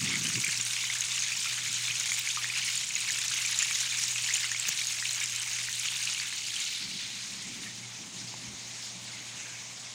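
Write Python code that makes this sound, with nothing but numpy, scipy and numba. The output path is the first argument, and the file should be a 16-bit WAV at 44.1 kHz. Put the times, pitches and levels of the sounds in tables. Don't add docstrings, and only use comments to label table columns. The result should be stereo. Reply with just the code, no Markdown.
import sys
import numpy as np
from scipy import signal
from scipy.fft import rfft, irfft, next_fast_len
from scipy.io import wavfile
from scipy.ndimage import map_coordinates
from numba import njit

SR = 44100
rng = np.random.default_rng(int(sys.argv[2]) if len(sys.argv) > 2 else 0)


def dump_mix(stems):
    frames = np.atleast_2d(stems).T
    limited = np.clip(frames, -1, 1)
    pcm = np.round(limited * 32767).astype(np.int16)
    wavfile.write(sys.argv[1], SR, pcm)


N = 438354
TIME_S = np.arange(N) / SR


def amp(db):
    return 10 ** (np.asarray(db) / 20)


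def unit(x):
    return x / np.sqrt(np.mean(x ** 2) + 1e-20)


def along(points, hz):
    point_hz, value = np.transpose(points)
    return np.interp(np.log(hz + 1), np.log(point_hz + 1), value)


def curves(rows):
    time_s, *columns = np.transpose(rows)
    return [np.interp(TIME_S, time_s, column) for column in columns]


def wobble(rate_hz):
    points = rng.standard_normal(int(N * rate_hz / SR) + 4)
    return map_coordinates(points, [np.arange(N) * rate_hz / SR])


def filtered(x, response):
    padded = next_fast_len(N + SR // 2)
    spectrum = rfft(x, padded) * response(np.fft.rfftfreq(padded, 1 / SR))
    return irfft(spectrum, padded)[..., :N]


def sides(left_right_db):
    return amp(np.array([left_right_db, -left_right_db]) / 2)


def noise(spectrum, alike):
    def shared_and_opposed(hz):
        angle = np.arccos(np.clip(along(alike, hz), 0, 1)) / 2
        return amp(along(spectrum, hz)) * [np.cos(angle), np.sin(angle)]

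    shared, opposed = filtered(rng.standard_normal((2, N)), shared_and_opposed)
    return unit(np.array([shared + opposed, shared - opposed]))


@njit
def rings(n, start, step, cycles, size, rise):
    out = np.zeros(n)
    for k in range(len(start)):
        first = int(start[k]) + 1
        for i in range(first, min(n, first + int(2 * cycles[k] / step[k]))):
            turns = (i - start[k]) * step[k]
            age = 4 * turns / cycles[k]
            swell = np.e * age * np.exp(-age)
            out[i] += size[k] * swell * np.sin(2 * np.pi * turns * (1 + rise * turns / cycles[k]))
    return out


def bursts(start_s, hz, cycles, size, left_right_db, echo_db, spread_s, late_s=0):
    chance = rng.random((len(start_s), 8))
    out = np.zeros((2, N))
    for port in (0, 1):
        near, rim, far_rim, share = chance[:, 4 * port:4 * port + 4].T
        gain = size * sides(left_right_db)[port]
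        at_s = start_s + (port - .5) * late_s
        starts_s = np.r_[at_s + spread_s * near, at_s + .001 + .002 * rim, at_s + .003 + .005 * far_rim]
        gains = np.r_[gain, gain * amp(echo_db + 6 * share - 3), gain * amp(1.8 * echo_db)]
        out[port] = rings(N, starts_s * SR, np.tile(hz / SR, 3), np.tile(cycles, 3), gains, 0.022)
    return out


AWAY_START_S, AWAY_END_S = 6.2, 8.83


def away():
    walked = np.clip((TIME_S - AWAY_START_S) / (AWAY_END_S - AWAY_START_S), 0, 1)
    return np.sin(np.pi / 2 * walked) ** 2


def froth(surge, low_hz, high_hz, per_second, cycles, spike_db, clump_db):
    surge_top = 2.2
    unevenness = surge + .4 * wobble(20) + .4 * wobble(100)
    density = amp(clump_db * surge_top * np.tanh(unevenness / surge_top))
    total = np.cumsum(density)
    chance = rng.random((int(per_second * N / SR), 5))
    start_s = np.searchsorted(total / total[-1], chance[:, 0]) / SR
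    hz = low_hz * (high_hz / low_hz) ** chance[:, 1]
    size = hz / 4000 * amp(-spike_db * np.log(chance[:, 2] + .05))
    life = cycles * (.5 + chance[:, 3] + 3 * chance[:, 3] ** 8)
    left_right_db = 6 * chance[:, 4] - 3
    x = bursts(start_s, hz, life, size, left_right_db, echo_db=-6.0, spread_s=0.00021)
    return unit(x) * np.sqrt(high_hz - low_hz)


# (pitch_hz, time_to_fall_60_db_s)
WALL_DECAY = [(300, 0.31), (2000, 0.29), (8000, 0.31), (16000, 0.033)]
# (pitch_hz, level_db)
WALL_COLOUR = [(600, -12), (1200, 8), (1700, 0.5), (2300, -1), (4000, 1.5), (6500, 1.5), (9000, -1),
               (15000, 0)]
# (pitch_hz, left_right_db)
WALL_LEAN = [(1000, 5), (2400, -4.5), (4500, 4.5), (8000, 1), (15000, 4)]


def haze(x):
    hz, t, frames = signal.stft(x, SR, nperseg=256)
    power = np.mean(np.abs(frames) ** 2, 0)
    keep = amp(-120 * (t[1] - t[0]) / along(WALL_DECAY, hz))
    for i in range(1, len(t)):
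        power[:, i] = keep * power[:, i - 1] + (1 - keep) * power[:, i]
    rush = signal.stft(rng.standard_normal((2, N)), SR, nperseg=256)[2]
    rush = unit(np.abs(rush)) * np.exp(1j * np.angle(rush))
    paths = amp(along(WALL_COLOUR, hz)) * sides(along(WALL_LEAN, hz))
    return signal.istft(rush * np.sqrt(power) * paths[..., None], SR, nperseg=256)[1][:, :N]


# (time_s, loudness_db, large_over_loudness_db, middle_over_loudness_db)
FRYING_LEVEL = [(0, 0.5, 3.5, -0.5), (.3, 1.5, 1, -2.5), (.6, 1, -0.5, -2), (1.2, 1, 0.5, -1.5),
                (1.5, 0.5, 2, 0.5), (2.2, 1, -2.5, -2), (2.55, -1.5, 5.5, 1.5), (2.7, 1.5, -1, 2.5),
                (2.9, -1, -2, -2), (3.4, 0.5, 2.5, 0.5), (3.75, 1.5, -3, -1), (3.9, -0.5, 1, 0.5),
                (4.1, 1.5, -4.5, -3.5), (4.35, 1, 3, -1), (4.55, 0, -1.5, -0.5), (4.8, 1, -3, 0.5),
                (5.0, 0.5, -5.5, -2.5), (5.25, -0.5, 4, 0), (5.55, -2, 0, -4), (5.75, 0.5, -4.5, -0.5),
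                (6.2, -2.5, 0.5, 1.5), (6.65, -2.5, -2, 1), (6.8, -6, 0, 4), (7.0, -7, -4, 4.5),
                (7.3, -7, -1.5, -1), (7.85, -11, 0, -0.5), (8.6, -10.5, -0.5, -1), (8.76, -10, -1, -1),
                (8.85, -7.5, -6, -1), (8.95, -11.5, 1, -0.5), (9.2, -10.5, 4, 0.5), (9.94, -11, 0.5, -4)]
# (pitch_hz, level_per_hz_db)
SIZZLE_COLOUR = [(300, -61), (600, -15), (1250, -17), (2200, 0.5), (3300, -5), (3670, -3.5), (4830, -6),
                 (6000, -4), (6700, -1.5), (7400, -5.5), (8860, -10.5), (13700, -34), (14700, -20.5),
                 (15800, -30)]
# (pitch_hz, left_right_db)
PORT_BALANCE = [(700, -3), (1400, -6), (2300, 0.5), (3500, 1), (5000, -2.5), (6700, 1.5), (8500, -7.5),
                (13500, -9.5), (15000, -6.5)]
# (pitch_hz, level_db)
SWING_COLOUR = [(1300, -1.5), (2200, 1.5), (3100, -1), (4200, 2.5), (5300, 1), (7000, -1.5)]
SWING_START_S, SWING_END_S = 6.4, 7.5
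LARGE_DB, MIDDLE_DB, SMALL_DB = -35.5, -31, -31.5
SPITS_DB, SPRAY_DB, SPRAY_LOSS_DB = -4.5, 0.5, 2.5
WET_NEAR_DB, WET_FAR_DB = -7, 21
PAN_NEAR_DB, PAN_FAR_DB = 1, 2
CALM_FAR = .5


def sizzle():
    loud_db, large_over_db, middle_over_db = curves(FRYING_LEVEL)
    far = away()

    def level(db):
        return amp(db + loud_db + .5 * (1 - far) * wobble(7))

    large_gain = level(LARGE_DB + large_over_db)
    middle_gain = level(MIDDLE_DB + middle_over_db)
    small_gain = level(SMALL_DB)
    spray_gain = amp(SPRAY_DB - SPRAY_LOSS_DB * far + wobble(15))

    jets = .12 * wobble(9) + .42 * wobble(28) + .8 * wobble(90)
    surge = (1 - CALM_FAR * far) * jets
    large = froth(surge, 599, 3155, 950, 3.8, spike_db=3.0, clump_db=3.5)
    middle = froth(surge, 2803, 5120, 1100, 3.74, spike_db=2.0, clump_db=3.5)
    small = froth(surge, 4980, 10070, 1900, 4.3, spike_db=4.5, clump_db=3)
    spray = froth(surge, 10300, 19300, 1500, 4.9, spike_db=3.5, clump_db=1.5)
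    spits = froth(surge, 850, 17800, 400, 1.24, spike_db=4.5, clump_db=3)
    fine = small + amp(SPITS_DB) * spits + spray_gain * spray
    straight = large_gain * large + middle_gain * middle + small_gain * fine

    wet_db = WET_NEAR_DB + (WET_FAR_DB - WET_NEAR_DB) * far
    wet = 1 / (1 + amp(-2 * wet_db))
    mix = np.sqrt(1 - wet) * straight + np.sqrt(wet) * haze(straight)

    swung = np.clip((TIME_S - SWING_START_S) / (SWING_END_S - SWING_START_S), 0, 1)
    swing = np.sin(np.pi * swung) ** 2
    mix = mix + swing * filtered(mix, lambda hz: amp(along(SWING_COLOUR, hz)) - 1)

    pan_db = PAN_NEAR_DB + (PAN_FAR_DB - PAN_NEAR_DB) * far
    coloured = filtered(mix, lambda hz: amp(along(SIZZLE_COLOUR, hz)) * sides(along(PORT_BALANCE, hz)))
    return sides(pan_db) * coloured / np.std(large)


# (pitch_hz, relative_level_db)
HUM_TONES = [(120, 0), (180, -20), (360, -17)]
# (time_s, level_db)
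HUM_SWELL = [(0, -50), (.4, -51.5), (1.3, -52), (1.57, -53.5), (1.9, -48), (2.13, -55.5), (2.5, -51.5),
             (2.85, -56), (3.15, -52), (3.75, -55.5), (4.15, -52), (4.65, -55.5), (5.26, -53.5),
             (5.48, -52.5), (6.1, -56), (6.8, -58), (7.6, -57), (7.85, -51), (8.11, -58), (8.31, -50),
             (8.6, -53.5), (9.5, -57.5), (9.94, -57)]


def hum():
    (level_db,) = curves(HUM_SWELL)
    tones = np.zeros(N)
    for hz, db in HUM_TONES:
        flutter = amp(db + 1.5 * wobble(8))
        tones += flutter * np.sin(2 * np.pi * hz * TIME_S + .5 * wobble(1.98))
    return amp(level_db) * tones


# (time_s, level_db)
THROB_SWELL = [(0, -79), (1.2, -76), (1.9, -84), (2.4, -74), (3.35, -71), (4.4, -85), (5.5, -72),
               (6.5, -73), (8.4, -78), (8.9, -86), (9.94, -89)]


def throb():
    (level_db,) = curves(THROB_SWELL)
    beat = 1 + 0.87 * np.sin(2 * np.pi * 6 * TIME_S + wobble(1.8))
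    tone = np.sin(2 * np.pi * 50 * TIME_S + .7 * wobble(5))
    return amp(level_db) * unit(beat * tone)


# (pitch_hz, relative_level_per_hz_db)
GRIP_COLOUR = [(29, -55), (50, -37), (119, -2), (200, -4.5), (435, -19.5), (546, -22), (600, -35),
               (780, -59), (1320, -120)]
# (pitch_hz, relative_level_per_hz_db)
WALK_COLOUR = [(29, -45), (50, -11), (86, -17), (108, 1.5), (146, -2.5), (189, 7.5), (453, -9.5),
               (600, -20), (780, -51), (1320, -120)]
# (time_s, rumble_level_db)
HAND_LEVEL = [(0, -56), (.03, -37.5), (.1, -41), (.3, -45.5), (.33, -48), (.39, -38), (.43, -50),
              (.67, -63), (1.64, -60), (1.71, -52), (1.76, -61.5), (4.64, -65), (4.7, -53), (4.75, -63),
              (6.78, -64.5), (6.82, -52.5), (7.04, -53.5), (7.19, -60), (7.28, -51), (7.43, -51),
              (7.48, -46.5), (7.75, -51), (7.93, -62.5), (8.01, -51), (8.08, -55), (8.13, -50), (8.38, -56),
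              (8.5, -47.5), (8.55, -54), (8.86, -61.5), (8.99, -53), (9.1, -58), (9.15, -51), (9.31, -61),
              (9.4, -54), (9.53, -64), (9.94, -61)]


def rumble():
    (level_db,) = curves(HAND_LEVEL)
    grip = noise(GRIP_COLOUR, alike=[(100, 0.96)])
    walk = noise(WALK_COLOUR, alike=[(100, 0.86)])
    lumps = amp(1.8 * wobble(25))
    return amp(level_db) * unit(lumps * np.where(TIME_S < AWAY_START_S, grip, walk))


# (pitch_hz, relative_level_per_hz_db)
NEAR_ROOM_COLOUR = [(25, -17), (60, -10), (100, 2), (180, 1.5), (230, -8), (330, -2), (600, -4),
                    (900, -0.5), (1600, -25), (3000, -41)]
# (pitch_hz, likeness_0_to_1)
NEAR_ROOM_ALIKE = [(150, 0.69), (350, 0.6), (700, 0.8), (1500, 0.37)]
# (pitch_hz, relative_level_per_hz_db)
FAR_ROOM_COLOUR = [(25, -45), (60, -11), (180, 0), (330, -6.5), (650, -1), (1000, -2), (1600, -16),
                   (3000, -40)]
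# (pitch_hz, likeness_0_to_1)
FAR_ROOM_ALIKE = [(300, 0.88), (700, 0.14)]


def kitchen():
    far = away()
    near_room = amp(-59) * noise(NEAR_ROOM_COLOUR, alike=NEAR_ROOM_ALIKE)
    far_room = amp(-54) * noise(FAR_ROOM_COLOUR, alike=FAR_ROOM_ALIKE)
    return np.sqrt(1 - far) * near_room + np.sqrt(far) * far_room


def walls(x):
    hz, t, frames = signal.stft(rng.standard_normal((2, SR // 2)), SR, nperseg=256)
    fade = amp(-60 * t / along(WALL_DECAY, hz)[:, None])
    tail = signal.istft(frames * fade, SR, nperseg=256)[1]
    return signal.fftconvolve(x, tail / np.linalg.norm(tail[0]), axes=1)[:, :N]


# (peak_time_s, peak_db, pitch_hz, left_right_db, life_cycles, right_port_later_ms)
LOUD_BUBBLES = [(0.0136, -24.0, 6500.0, 3, 10.9, -0.02), (0.0255, -27, 2470, 0, 11.2, -0.12),
                (0.0274, -21.5, 7000, 8.5, 10, -0.13), (0.0726, -21, 3480, -9, 5.4, 0.089),
                (0.0897, -27, 3570, -0.5, 13.9, 0.07), (0.0986, -21, 6550.0, 6, 17.4, 0.085),
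                (0.1061, -24, 2270, -5.0, 5.7, 0.07), (0.1406, -23, 2100, -4.0, 10.2, 0.23),
                (0.157, -24.5, 2090, -4, 7.4, -0.25), (0.2406, -24, 8940.0, -12, 6.9, -0.0098),
                (0.2522, -20, 2910, 4.0, 15.1, 0.025), (0.2571, -19, 6450.0, 2.0, 6.8, -0.085),
                (0.2884, -25, 9240.0, -16.0, 7.7, -0.11), (0.302, -21.5, 2260, -4, 3.0, -0.082),
                (0.3434, -22.0, 4610.0, 6.0, 20.0, 0.17), (0.4376, -24, 2010.0, -1, 4.1, 0.071),
                (0.4435, -21, 2310.0, 0.0, 12, 0.19), (0.447, -13, 7220.0, -4.0, 8.6, 0.0),
                (0.4476, -22, 8300, -17, 11.1, -0.36), (0.466, -21, 2300.0, -3, 9.1, 0.049),
                (0.4804, -19, 7110.0, 9.0, 12.4, -0.1), (0.5233, -22.0, 4430.0, -2.0, 10.8, -0.056),
                (0.602, -23, 2710, 5, 3.6, 0.015), (0.6124, -15.5, 6750, 5, 20.0, 0.085),
                (0.651, -22, 8620.0, -13, 11.7, 0.27), (0.7095, -18.5, 3560, -7, 4.4, -0.26),
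                (0.7335, -21, 6390.0, 2, 9.9, -0.058), (0.7343, -23.0, 5100, -2, 19.7, -0.064),
                (0.7578, -24.0, 4530.0, -3.0, 14.7, 0.0), (0.84, -21, 2040, -2.0, 5.2, 0.093),
                (0.853, -26, 4820.0, 0.0, 20.0, -0.25), (0.869, -24, 2950, -5.0, 9.4, 0.2),
                (0.9018, -20.5, 2060, -2.0, 10.6, 0.24), (1.0083, -13, 6500, 4.0, 8.8, -0.14),
                (1.0085, -23, 8510.0, -13.0, 6.7, 0.11), (1.053, -20, 6200, 1.0, 12.4, -0.021),
                (1.18, -21, 2850, 1.0, 9.2, -0.016), (1.203, -19, 6200, 6.0, 13.8, 0.022),
                (1.2236, -15.0, 6350.0, 3.0, 9.1, 0.02), (1.3203, -20, 2460, 4, 6.3, 0.09),
                (1.3335, -22, 2640, 1, 9.9, 0.11), (1.4173, -28, 2300.0, -1.0, 7.1, -0.05),
                (1.458, -30.5, 1300, -5, 5.9, -0.15), (1.472, -22, 2660, 6, 4.6, 0.11),
                (1.6637, -22, 2090, -4.0, 5.8, 0.029), (1.668, -21, 6540.0, -1.0, 6.2, -0.05),
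                (1.6755, -28, 2050, -4, 3.9, 0.0057), (1.743, -18.5, 6500, 1, 14.6, -0.0083),
                (1.8827, -20, 2250, -2, 3.9, 0.017), (1.9024, -20.5, 2460, -1, 18.0, -0.23),
                (1.91, -17, 3080, -1.0, 4.2, -0.02), (1.956, -24, 2610, 3, 5, 0),
                (2.0083, -16, 6040, -4, 6.4, 0.0077), (2.1198, -16, 6800, 1, 11, 0.07),
                (2.1195, -17, 2160, -2.0, 5.4, 0.16), (2.141, -19, 7150.0, 8.0, 13.5, -0.07),
                (2.1935, -21, 14900.0, -2.0, 20.0, -0.02), (2.2747, -18.5, 2290, 2.0, 9.3, -0.19),
                (2.3634, -28, 3560.0, -8.0, 9.6, 0.07), (2.364, -18.5, 5780.0, 3.0, 7.5, -0.05),
                (2.374, -25.5, 1150, 2, 6.2, -0.04), (2.4445, -20.5, 1880, -5, 5.4, -0.093),
                (2.5016, -24.5, 2400, -1, 7.6, -0.32), (2.618, -25, 3000, -8.0, 11, 0.3),
                (2.6407, -27, 2680.0, -2.0, 10, 0.089), (2.6487, -22.5, 9200, -12.0, 10.1, 0.2),
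                (2.7063, -27, 2070.0, -5, 3.2, -0.02), (2.7556, -22, 8560.0, -16.0, 9.0, -0.28),
                (2.7557, -18.0, 7240, -3.0, 15.7, 0.27), (2.7768, -16.5, 6730.0, 4.0, 20.0, -0.058),
                (2.8914, -18, 6780.0, 5.0, 16.6, -0.08), (2.954, -17, 6570, -2.0, 20.0, -0.02),
                (2.982, -26, 2270, 0, 4.7, -0.05), (3.0053, -19, 8240.0, -1.0, 7.6, -0.18),
                (3.081, -19, 2130.0, -1, 7.3, -0.011), (3.107, -15, 6700, 6.0, 8.3, -0.05),
                (3.1067, -27, 3770.0, -6.0, 8.0, 0.07), (3.141, -27, 2260.0, 2, 3.4, 0.046),
                (3.1603, -22, 2220, -1.0, 3.6, -0.05), (3.172, -18, 6400.0, -3.0, 10.0, -0.05),
                (3.1818, -28, 2610.0, 3.0, 18.2, -0.02), (3.187, -22, 1930.0, -1.0, 10.6, -0.016),
                (3.187, -21, 8400, -15.0, 9.4, 0.27), (3.282, -11, 6200.0, 2, 5.9, -0.2),
                (3.3151, -29, 1530, -4, 6.2, 0.016), (3.3385, -17, 2980.0, 0, 4.8, 0.12),
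                (3.4626, -17, 7340, 5, 16.0, -0.05), (3.5124, -23, 9440.0, -15, 8.3, -0.16),
                (3.5283, -21, 6490.0, 3.0, 12.2, 0.0032), (3.5767, -19, 6760, 2.0, 13.3, -0.075),
                (3.59, -13, 7100, 6.0, 19.6, -0.07), (3.6216, -21, 7200, 8.0, 17.3, -0.19),
                (3.6275, -15.5, 6960.0, 10, 17, 0.074), (3.628, -19.5, 1900, 0, 13.5, -0.018),
                (3.7109, -16.5, 2270, 0, 3.9, -0.018), (3.7463, -23.0, 3680, -2, 10.9, -0.0028),
                (3.7567, -13, 5900, 0, 6.3, -0.0095), (3.8063, -15, 6700.0, 7.0, 6.4, -0.09),
                (3.812, -13, 6090.0, 2.0, 6.6, -0.063), (3.9237, -23, 2310, -1, 4, 0.059),
                (3.9486, -19, 2330, -1, 4.4, -0.055), (3.999, -22, 4900.0, -7.0, 18.3, -0.22),
                (4.0382, -12.5, 5700, -4.0, 5.9, -0.037), (4.085, -21, 3650, -3.0, 5.9, 0.05),
                (4.16, -19, 2430, -2, 3.7, -0.0095), (4.166, -19, 6630.0, 3.0, 13.4, -0.088),
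                (4.239, -22.0, 4340, -3.0, 7.1, 0.09), (4.263, -21, 2860.0, 0.0, 4.1, -0.02),
                (4.2905, -25, 1850, 2, 14, -0.15), (4.3068, -23, 2100, -3, 8.4, 0.24),
                (4.3109, -22, 2370.0, 2.0, 5.9, -0.16), (4.3393, -8.5, 6950, 1.0, 20.0, -0.11),
                (4.342, -13, 6600, 0, 15, 0.026), (4.35, -18.5, 8700, -15.0, 8.7, 0.18),
                (4.3567, -18.5, 2850, -4, 6.4, -0.12), (4.3695, -15.0, 7030.0, 3, 20.0, -0.11),
                (4.381, -20, 2500, 0, 6.4, 0.14), (4.4442, -31, 1440, -6, 4.0, 0.21),
                (4.4435, -24, 1990.0, 2.0, 7.1, 0.24), (4.517, -35, 1500.0, -6, 6.1, -0.07),
                (4.5179, -17, 1890, -1.0, 10.4, -0.017), (4.5177, -18.5, 6700, 11, 14.1, 0.09),
                (4.548, -19, 2050, -2.0, 6, 0.09), (4.563, -27, 2400, 0, 7, 0.1),
                (4.5987, -18.5, 7400, 10.0, 15.7, -0.09), (4.6532, -20, 2470, -2, 3.4, -0.03),
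                (4.6764, -23, 2000, -1.0, 5.5, -0.03), (4.6841, -33, 15000, -29.0, 18, 0.27),
                (4.6912, -22, 15060.0, 2.0, 20.0, -0.23), (4.691, -15, 6700, 13, 6.5, -0.24),
                (4.7141, -26, 2280, -2, 3.8, 0.0021), (4.795, -16, 6170, -3.0, 13.0, -0.028),
                (4.814, -28, 3820, -6.0, 16.0, -0.25), (4.8145, -24, 2230.0, -2.0, 7.8, 0.0),
                (4.871, -19, 6650, 7, 8.9, -0.14), (4.8709, -26, 9420.0, -15.0, 7.6, -0.2),
                (5.001, -20, 5030, -3, 18.2, -0.045), (5.0263, -20, 1890, -4, 8.0, -0.011),
                (5.0933, -21, 4050, -3, 13, -0.02), (5.1096, -15, 6440.0, 3.0, 7, -0.2),
                (5.1115, -29, 2010.0, 4.0, 5.5, -0.02), (5.132, -23, 8000, -15, 19, 0.13),
                (5.1476, -19, 5930.0, 2.0, 5.8, -0.048), (5.181, -26, 2800, 1.0, 3.6, -0.05),
                (5.203, -16, 6150, 3.0, 8.7, -0.05), (5.2255, -20.0, 6490.0, 0, 6.6, -0.07),
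                (5.2404, -15, 7160, 4.0, 10.9, -0.05), (5.2588, -17, 6070.0, -7.0, 6.1, -0.05),
                (5.362, -15, 7010.0, 4.0, 10.3, -0.23), (5.3982, -24.5, 8100, -13, 16, 0.25),
                (5.4003, -25.0, 3530, 1.0, 4.6, 0.17), (5.4061, -24, 2960.0, -2, 15.1, 0.009),
                (5.5882, -23, 2260, 2.0, 6.1, -0.18), (5.6863, -31.0, 1500, -4, 4.8, 0.14),
                (5.686, -23, 1880.0, -7, 6.3, 0.074), (5.7285, -15, 6330.0, 0.0, 8.0, 0.09),
                (5.797, -15, 6730.0, -4, 9.2, -0.069), (5.957, -23, 4430.0, 10, 5.6, 0.25),
                (6.0285, -17, 6550.0, 0, 9.6, 0.045), (6.0548, -12.5, 6560, -1.0, 6.5, 0.05),
                (6.0744, -19, 2680.0, -4, 6.8, 0.062), (6.0996, -18, 6600, -2, 7.2, 0.037),
                (6.148, -22, 3000, 0, 5, 0), (6.17, -27, 2650, -6, 7, 0.029),
                (6.179, -25, 2260, 5, 7, -0.035), (6.3352, -26, 4080, 0, 9, 0),
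                (6.6134, -21, 3100, -3, 10, -0.1), (6.2007, -26, 1940, -7, 6.2, -0.05),
                (6.2003, -24, 4500, 6, 17.2, 0.073), (6.2327, -23.0, 2430, -8, 4.1, -0.21),
                (6.3264, -25.5, 2060.0, -11, 5.4, 0.0081), (6.5174, -26.0, 4540.0, 4, 11.4, -0.25),
                (6.5642, -22, 3110.0, -11.0, 13.1, -0.16), (6.592, -26, 4360, 1.0, 18.5, -0.25),
                (6.6054, -19, 6770.0, -12, 7.3, 0.29), (6.638, -26, 2730, -12, 4.9, -0.058),
                (6.6401, -29, 4770.0, 1.0, 8.3, -0.29), (6.664, -25, 2980, -8.0, 9.1, -0.05),
                (6.6634, -24.0, 3540.0, 5, 7.7, -0.09), (6.9915, -26, 2690.0, -9, 5.6, 0.14),
                (7.4312, -37, 2060, -10, 53, 0.16), (7.465, -38, 2250, -3.5, 53, 0.13),
                (7.656, -35, 1830, -2, 45, 0.16), (7.668, -39, 2220, -1, 60.0, 0.18),
                (7.835, -36, 2180, 0, 60.0, 0.13), (7.945, -42, 2510.0, 3, 60.0, 0.07),
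                (8.4647, -45, 2180, -8, 57, -0.029), (9.4244, -44.0, 2250, -4.0, 60.0, -0.27),
                (9.4956, -42, 1600, 0.0, 62, -0.02), (9.5494, -43, 2500, 1.0, 60.0, -0.21)]
RING_ON_S, RING_ON_DB, RING_ON_DB_PER_OCTAVE = .04, -12, -3.5
POP_DRY_FAR_DB = -15
POP_WET_NEAR_DB, POP_WET_FAR_DB = -13, 2


def pops():
    peak_s, db, hz, left_right_db, cycles, late_ms = np.transpose(LOUD_BUBBLES)
    cycles = np.clip(cycles, 2, 22)
    start_s = peak_s - cycles / hz / 4
    place = dict(left_right_db=left_right_db, spread_s=0, late_s=late_ms / 1000)
    body = bursts(start_s, hz, cycles, amp(db), echo_db=-14.5, **place)
    click = bursts(start_s, 1.23 * hz, np.full(len(hz), 1.85), amp(db - 5), echo_db=-10.0, **place)
    ring_db = db + RING_ON_DB + RING_ON_DB_PER_OCTAVE * np.log2(hz / 2000)
    ring_cycles = np.clip(RING_ON_S * hz, 2, 27)
    ring = bursts(peak_s, 1.02 * hz, ring_cycles, amp(ring_db), echo_db=-12, **place)
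    x = body + click + ring
    far = np.sqrt(away())
    wet_db = POP_WET_NEAR_DB + (POP_WET_FAR_DB - POP_WET_NEAR_DB) * far
    return x * amp(POP_DRY_FAR_DB * far) + walls(x * amp(wet_db))


# (start_s, peak_db, pitch_hz, left_right_db, life_cycles)
CASE_TAPS = [(.05, -35, 135, -2, 3.8), (.172, -38, 140, 0, 2.8), (.215, -33, 150, 0, 2.5),
             (.247, -33, 230, 0, 2.1), (.281, -37, 201, 0, 2.5), (0.372, -35, 190, -2, 3),
             (.481, -37, 175, -2, 2.2), (.597, -40.5, 190, 0, 2.3), (4.691, -36, 700, 18, 0.7),
             (8.34, -36, 930, -16.5, 2.6), (8.47, -49, 75, 20.5, 2.8), (8.53, -49, 75, 8, 2.2)]
CASE_HZ = 70


def ticks():
    start_s, db, hz, left_right_db, cycles = np.transpose(CASE_TAPS)
    ports = []
    for gain in sides(left_right_db):
        tap = rings(N, start_s * SR, hz / SR, cycles, amp(db) * gain, 0.)
        snap = rings(N, start_s * SR, 2 * hz / SR, np.full(len(hz), 1.6), amp(db) * gain, 0.)
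        ports.append(tap + snap)
    return filtered(np.array(ports), lambda f: (1j * f / (CASE_HZ + 1j * f)) ** 2)


def scene():
    return sizzle() + hum() + throb() + rumble() + kitchen() + pops() + ticks()


LATE_S = 33 / 44100
TOP_HZ = 15900


def record(dry):
    early_then_late = np.array([[1], [-1]])
    return filtered(dry, lambda hz: (hz < TOP_HZ) * np.exp(1j * np.pi * hz * LATE_S * early_then_late))


dry = scene()
out = record(dry)
dump_mix(out)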